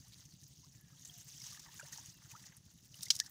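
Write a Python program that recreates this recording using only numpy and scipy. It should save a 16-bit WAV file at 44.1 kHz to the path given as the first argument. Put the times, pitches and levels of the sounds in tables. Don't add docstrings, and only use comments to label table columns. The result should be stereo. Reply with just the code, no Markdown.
import sys
import numpy as np
from scipy import signal
from scipy.fft import rfft, irfft, next_fast_len
from scipy.io import wavfile
from scipy.ndimage import uniform_filter1d, map_coordinates

SR = 44100
rng = np.random.default_rng(int(sys.argv[2]) if len(sys.argv) > 2 else 0)


def linear_from_db(decibels):
    return 10 ** (np.asarray(decibels, float) / 20)


def generate_wav(sig):
    pcm = np.round(np.clip(np.atleast_2d(sig).T, -1, 1) * 32767).astype(np.int16)
    wavfile.write(sys.argv[1], SR, pcm)


N = 145530


def unit(x):
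    return x / np.sqrt(np.mean(x ** 2, -1, keepdims=True) + 1e-20)


def along(points, hz):
    point_hz, value = np.transpose(points)
    return np.interp(np.log(hz + 1), np.log(point_hz + 1), value)


def curve(rows):
    time_s, *columns = np.transpose(rows)
    return [np.interp(np.arange(N) / SR, time_s, column) for column in columns]


def wobble(knots_per_s):
    knots = rng.standard_normal(int(N * knots_per_s / SR) + 4)
    return map_coordinates(knots, [np.arange(N) * knots_per_s / SR])


def filtered(x, response):
    size = next_fast_len(x.shape[-1] + 8192)
    spectrum = rfft(x, size) * response(np.fft.rfftfreq(size, 1 / SR))
    return irfft(spectrum, size)[..., :x.shape[-1]]


def coloured(x, spectrum):
    return unit(filtered(x, lambda hz: linear_from_db(along(spectrum, hz))))


def ring(hz, centre_hz, width_hz):
    damping = 1j * hz * width_hz
    return damping / (centre_hz ** 2 - hz ** 2 + damping)


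def add(out, start_s, x):
    part = out[:, max(round(start_s * SR), 0):][:, :x.shape[-1]]
    part += x[..., :part.shape[1]]


def clicks(rate_per_s, spread_db, alike, size=N):
    hits = rng.random(size) < rate_per_s / SR
    right = hits * linear_from_db(spread_db * rng.exponential(size=size)) * rng.standard_normal(size)
    prompt = right * rng.standard_normal(size)
    delayed = np.roll(right, 9) * rng.standard_normal(size)
    left = alike * unit(right) + np.sqrt(1 - alike ** 2) * unit(prompt + delayed)
    return unit(np.array([left, right]))


def patchy(x, depth_db):
    z = signal.stft(x, nperseg=256)[2]
    field = uniform_filter1d(rng.standard_normal(z.shape[1:]), size=9, axis=0)
    field = uniform_filter1d(field, size=4, axis=1)
    return signal.istft(z * linear_from_db(depth_db * field / field.std()), nperseg=256)[1][:, :N]


def gurgle(stir_db, count):
    when, pitch, size, side = rng.random((count, 4)).T[..., None]
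    t = np.arange(500) / SR
    hz = 750 * 2.7 ** pitch
    start = (when * (N - 500)).astype(int)
    at = (start + np.arange(500)).ravel()
    attack = 1 - np.exp(-t / .001)
    body = linear_from_db(stir_db[start] - 3.2 * np.log(size + .04)) * np.exp(-t * hz / 7) * attack
    phase = 2 * np.pi * hz * t * (1 + 8.7 * t)
    return np.array([np.bincount(at, (body * np.sin(phase + p)).ravel(), N) for p in (3 * side, 0)])


# (time [s], digging effort [dB], mud stirring [dB])
HANDS = [(0, -64.5, -81), (.15, -66, -75), (.5, -63.5, -89), (.65, -68.5, -85), (.85, -69, -77.5),
         (1.05, -61.5, -74), (1.32, -59, -80), (1.45, -56.5, -68.5), (1.7, -61.5, -67.5),
         (1.97, -55.5, -66), (2.08, -60.5, -73), (2.2, -68.5, -76), (2.33, -60, -66), (2.55, -66, -72.5),
         (2.65, -70.5, -82.5), (2.88, -68.5, -84.5), (3.05, -56.5, -69), (3.3, -63.5, -70.5)]
# (frequency [Hz], level [dB])
FIZZ = [(1000, -27), (2400, -18.5), (3200, -11.5), (4400, -8), (6400, -1), (8100, -13), (13800, -19),
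        (15000, -12.5)]
# (frequency [Hz], level [dB])
MUD = [(200, -30), (400, -6), (1300, 0.5), (1850, 4.5), (2300, -1), (3500, 0), (6000, -44)]


def trickle():
    effort_db, stir_db = curve(HANDS)
    clump_db = 2.4 * wobble(32) + 0.98 * wobble(35.03) + 0.21 * wobble(100)
    fizz = coloured(patchy(clicks(9000, 1.5, 0.3), 3.2), FIZZ)
    fizz = fizz * linear_from_db(effort_db + 7 + clump_db)
    mud = coloured(patchy(clicks(6000, 1.6, 0.3), 4.5), MUD)
    mud = mud * linear_from_db(stir_db + 3.5 + 0.63 * clump_db)
    return fizz + mud + gurgle(1.66 * stir_db + 42, count=900)


# (time [s], firing rate [1/s])
PUMP_SPEED = [(0, 11.985), (1.1, 11.985), (1.3, 12.088), (3.3, 12.088)]
SURGES_DB = [1, -5.5, -26, -18, -9]
# (frequency [Hz], level [dB])
EXHAUST = [(15, -59), (25, -30), (70, -8), (139, -0.5), (268, -15), (300, -12), (480, -27), (620, -57),
           (1060, -120)]
FIRST_FIRING_S, SURGE_GAP_S, SURGE_JITTER_S = 0.00801, 0.0071, 0.00087
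PUMP_DB, ROAR_DB, ROAR_SWING = -66.5, -64, 0.45


def pump():
    turns = np.cumsum(curve(PUMP_SPEED)[0]) / SR - FIRST_FIRING_S * PUMP_SPEED[0][1] + 1
    fired = np.flatnonzero(np.diff(np.floor(turns)))
    order = np.arange(len(SURGES_DB))
    chance = rng.standard_normal((len(fired), len(order)))
    delay_s = order * SURGE_GAP_S + SURGE_JITTER_S * (order + 0.14) * chance
    at = np.clip(fired[:, None] + delay_s * SR, 0, N - 1).astype(int)
    blows = np.bincount(at.ravel(), -np.tile(linear_from_db(SURGES_DB), len(fired)), N)
    centre, side = coloured(rng.standard_normal((2, N)), EXHAUST)
    roar = centre * (1 + ROAR_SWING * np.cos(2 * np.pi * (turns - .12)))
    roar = roar + 0.17 * np.array([side, -side])
    return linear_from_db(PUMP_DB) * coloured(blows, EXHAUST) + linear_from_db(ROAR_DB) * roar


# (frequency [Hz], level [dB])
AIR = [(150, -10), (300, -10), (470, -5.5), (900, -9), (2600, -20.5), (6400, 2), (8200, -29), (13800, -36),
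       (15000, -10)]
AIR_DB = -69.5


def air():
    return linear_from_db(AIR_DB) * coloured(patchy(rng.standard_normal((2, N)), 0.43), AIR)


# (time [s], peak [dB], start pitch [Hz], rise over
BUBBLES = [(.045, -78, 745, 0.62), (0.069, -61.5, 1140, -0.099), (0.241, -67.5, 3210, 0.14),
           (0.427, -65.5, 1760, 0.034), (1.095, -51, 3230, .02), (1.409, -51, 2130, 0.017),
           (1.524, -58, 1180, -0.17), (1.546, -49, 1820, 0.018), (1.572, -62, 1664, 0.54),
           (1.684, -57.5, 910, 0.13), (1.686, -55, 1790, -0.15), (1.759, -61, 1480, -0.015),
           (1.796, -53.5, 867, 0.15), (1.796, -46, 1620, -0.095), (1.795, -49, 2360, -0.33),
           (1.83, -54.5, 595, -0.037), (1.845, -57.5, 710, .1), (1.861, -58, 970, 0.017),
           (1.878, -57.5, 880, -0.089), (1.928, -49, 1810, 0.066), (1.982, -61.5, 866, 0.19),
           (2.312, -55, 2450, 0.063), (2.337, -57, 897, 0.13), (2.351, -58, 1216, .35),
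           (2.942, -50.5, 2940, 0.033), (3.065, -60, 2030, 0.38), (3.201, -43.5, 1650, 0.1),
           (3.261, -56, 1670, 0.03), (3.215, -54.5, 1757, 0.15), (3.27, -61.5, 1690, 0.1),
           (3.1031, -25.5, 3094, 0.15), (1.651, -66, 1190, .05), (1.738, -65, 1210, .03),
           (0.631, -73, 930, 0.49), (0.929, -68, 1270, .02), (0.969, -62, 3200, 0.17),
           (1.301, -75, 830, -0.086), (1.313, -61, 3400, 0.047), (1.365, -57, 3150, 0.11),
           (1.573, -61.5, 1210, .03), (1.81, -52.5, 1410, 0.27), (1.939, -60, 1550, 0.12),
           (1.824, -60, 2750, 0.081)]
STILL_LIFE_S, LIFE_PER_RISE_S = .007, .028


def bubbles():
    out = np.zeros((2, N))
    ragged = linear_from_db(3.5 * wobble(300))
    for s, db, hz, rise in BUBBLES:
        rise = max(rise, 0)
        life_s = STILL_LIFE_S * np.sqrt(1500 / hz) + LIFE_PER_RISE_S * rise
        t = np.arange(int(4.3 * life_s * SR)) / SR
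        age = t / life_s
        phase = 2 * np.pi * hz * (t + rise * life_s / 3 * age ** 3 / (1 + age ** 2 / 3))
        shape = (1 - np.exp(-t / .0012)) * np.exp(-age ** 1.5 * 1.4)
        add(out, s, linear_from_db(db + 7) * shape * np.sin(phase + rng.uniform(0, 4.87, (2, 1))))
    return out * ragged


# (time [s], peak [dB], centre [Hz])
TICKS = [(0.0812, -55.5, 10500), (0.4783, -53, 15200), (0.8091, -55, 11800), (1.1064, -57, 15000),
         (1.1368, -52, 15100), (1.177, -48, 11400), (1.2436, -48.5, 15100), (1.3674, -55, 14500),
         (1.7429, -49, 14900), (1.922, -43, 15000), (2.1405, -53, 14900), (2.1714, -55.5, 8070),
         (2.2752, -59, 15100), (2.3136, -45, 15200), (2.3615, -58, 15200), (2.393, -61, 8180),
         (2.4444, -65, 8100), (2.4538, -54, 15000), (2.5661, -46.5, 8550), (2.652, -59, 10700),
         (2.7367, -60.5, 10200), (2.8025, -60, 15100), (2.836, -60, 15200), (2.8524, -53, 15100),
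         (2.8789, -57, 15100), (2.9415, -52, 8300), (2.9534, -50, 9670), (3.021, -41, 15300),
         (3.0305, -32.5, 8300), (3.0545, -43.5, 10000), (3.1517, -36, 9500), (3.163, -36.5, 8350),
         (3.1824, -50, 14800), (3.1888, -40, 8270), (3.262, -52, 8590), (3.2934, -47, 14900)]
TICK_T60_S, TICK_DB, SIZZLE = 0.025, 6, 0.23


def ticks():
    out = np.zeros((2, N))
    t = np.arange(900) / SR
    shape = linear_from_db(-60 * t / TICK_T60_S) * (1 - np.exp(-t / .0004))
    for s, db, hz in TICKS:
        burst = rng.standard_normal((2, len(t))) * shape
        x = filtered(burst, lambda f: (ring(f, hz, 1800) + SIZZLE) / (1 + (7500 / (f + 1)) ** 6))
        add(out, s, linear_from_db(db + TICK_DB) * x / np.abs(x[1]).max())
    return out


# (time [s], peak [dB], centre [Hz])
CRACKLES = [(0.122, -46, 4160), (0.1316, -40.5, 4340), (0.2521, -45, 6140), (0.3206, -53, 4660),
            (0.4332, -44, 6000), (0.8088, -60, 6500), (1.049, -35.5, 6560), (1.0727, -44, 7500),
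            (1.0814, -45.5, 7300), (1.18, -43.5, 6250), (1.3974, -40, 5640), (1.4165, -36, 5340),
            (1.436, -38.5, 6130), (1.456, -49, 6500), (1.5218, -38, 6040), (1.594, -37, 6100),
            (1.7963, -39.5, 7300), (1.9247, -36.5, 6350), (1.974, -39, 6040), (2.0543, -41.5, 6400),
            (2.3121, -41, 6230), (2.36, -48.5, 6140), (2.422, -45, 6170)]
SWELL_S = .005


def crackles():
    out = np.zeros((2, N))
    t = np.arange(1200) / SR
    swell = (t / SWELL_S) ** 2 * np.exp(2 - 2 * t / SWELL_S)
    for s, db, hz in CRACKLES:
        clump = clicks(16000, 2.56, 0.087, size=len(t))
        x = filtered(clump, lambda f: ring(f, hz, 750) + 0.054 * (f > 2500))
        add(out, s - .0018, unit(x) * linear_from_db(db - 6) * swell)
    return out


# (time [s], length [s], start pitch [Hz], end pitch [Hz], level [dB])
FOWL = [
    (.73, .25, 1780, 1580, -74),
    (.88, .2, 540, 525, -76),
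    (1.09, .13, 712, 705, -71),
    (2.4, .13, 530, 530, -75),
    (2.9, .12, 590, 600, -75),
    (2.13, .07, 2750, 2690, -69),
    (.3, .035, 4700, 4150, -60),
    (1.0, .15, 1900, 1800, -73),
]


def calls():
    out = np.zeros((2, N))
    drift, sway = wobble(66), wobble(44.6)
    for s, length_s, start_hz, end_hz, db in FOWL:
        n, start = int(length_s * SR), int(s * SR)
        pitch_hz = np.linspace(start_hz, end_hz, n) * (1 + .014 * drift[start:][:n])
        swell = linear_from_db(db + 3 * sway[start:][:n]) * np.sin(np.linspace(0, np.pi, n)) ** .5
        add(out, s, (swell * np.sin(2 * np.pi * np.cumsum(pitch_hz) / SR))[None])
    return out


# (time [s], peak [dB], centre [Hz], ring t60 [s])
FIBRES = [(2.942, -36, 3000, .03), (3.0075, -33, 3600, .02), (3.0308, -21, 7400, .012),
          (3.052, -37, 4000, .04), (3.083, -33, 6800, .02), (3.152, -28, 6100, .03),
          (3.163, -26, 6100, .03), (3.19, -28, 6000, .03), (3.2615, -34, 6400, .04),
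          (3.0225, -38, 6600, .04), (3.0265, -28, 6600, .02), (3.029, -29, 4800, .012),
          (3.033, -31, 7000, .06), (3.055, -33, 6300, .06), (2.988, -41, 4600, .02),
          (3.1825, -36, 6000, .008), (3.1036, -5, 5500, .012), (3.1044, -14, 3150, .02),
          (3.1052, -8, 5700, .011), (3.1066, -10, 5300, .012), (3.1084, -12, 5700, .03),
          (3.111, -24, 6400, .13), (3.2, -7.5, 5700, .008), (3.2025, -25, 5600, .045)]
# (frequency [Hz], level [dB])
SNAP = [(150, -38), (350, -19), (1000, -18), (2200, -12), (3300, -6), (5600, 0), (8500, -12), (14000, -20)]


def stem():
    out = np.zeros((2, N))
    t = np.arange(5000) / SR
    for s, db, hz, t60_s in FIBRES:
        spray = clicks(14000, 1.3, 0.28, size=len(t)) * linear_from_db(-5.5 - 60 * t / max(t60_s, .003))
        spray[:, 0] -= 1.6
        low_cut_hz = 2600 if db < -18 else 100

        def body(f):
            return linear_from_db(along(SNAP, f)) * (0.5 + ring(f, hz, 2550)) / (1 + (low_cut_hz / (f + 1)) ** 4)

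        x = filtered(np.pad(spray, ((0, 0), (60, 0))), body)
        add(out, s - 40 / SR, linear_from_db(db) * x / np.abs(x[1]).max() * [[1.05], [1]])
    return out


def scene():
    return trickle() + pump() + air() + bubbles() + ticks() + crackles() + calls() + stem()


def roll_off(x):
    return signal.sosfilt(signal.butter(12, 16810, fs=SR, output="sos"), x)


# (frequency [Hz], left over right [dB])
LEFT = [(100, -2), (700, -4.5), (2500, -4), (4500, -9), (6500, -16.5), (8800, -7.5), (10500, -38),
        (12500, -76)]
RIGHT_LATE_S, TOP_HZ = 46 / SR, 15600


def record(dry):
    def microphones(hz):
        early = np.exp(1j * np.pi * hz * RIGHT_LATE_S)
        pair = np.array([linear_from_db(along(LEFT, hz)) * early, 1 / early])
        return pair / (1 + (hz / TOP_HZ) ** 150)

    return roll_off(filtered(dry, microphones))


dry = scene()
out = record(dry)
generate_wav(out)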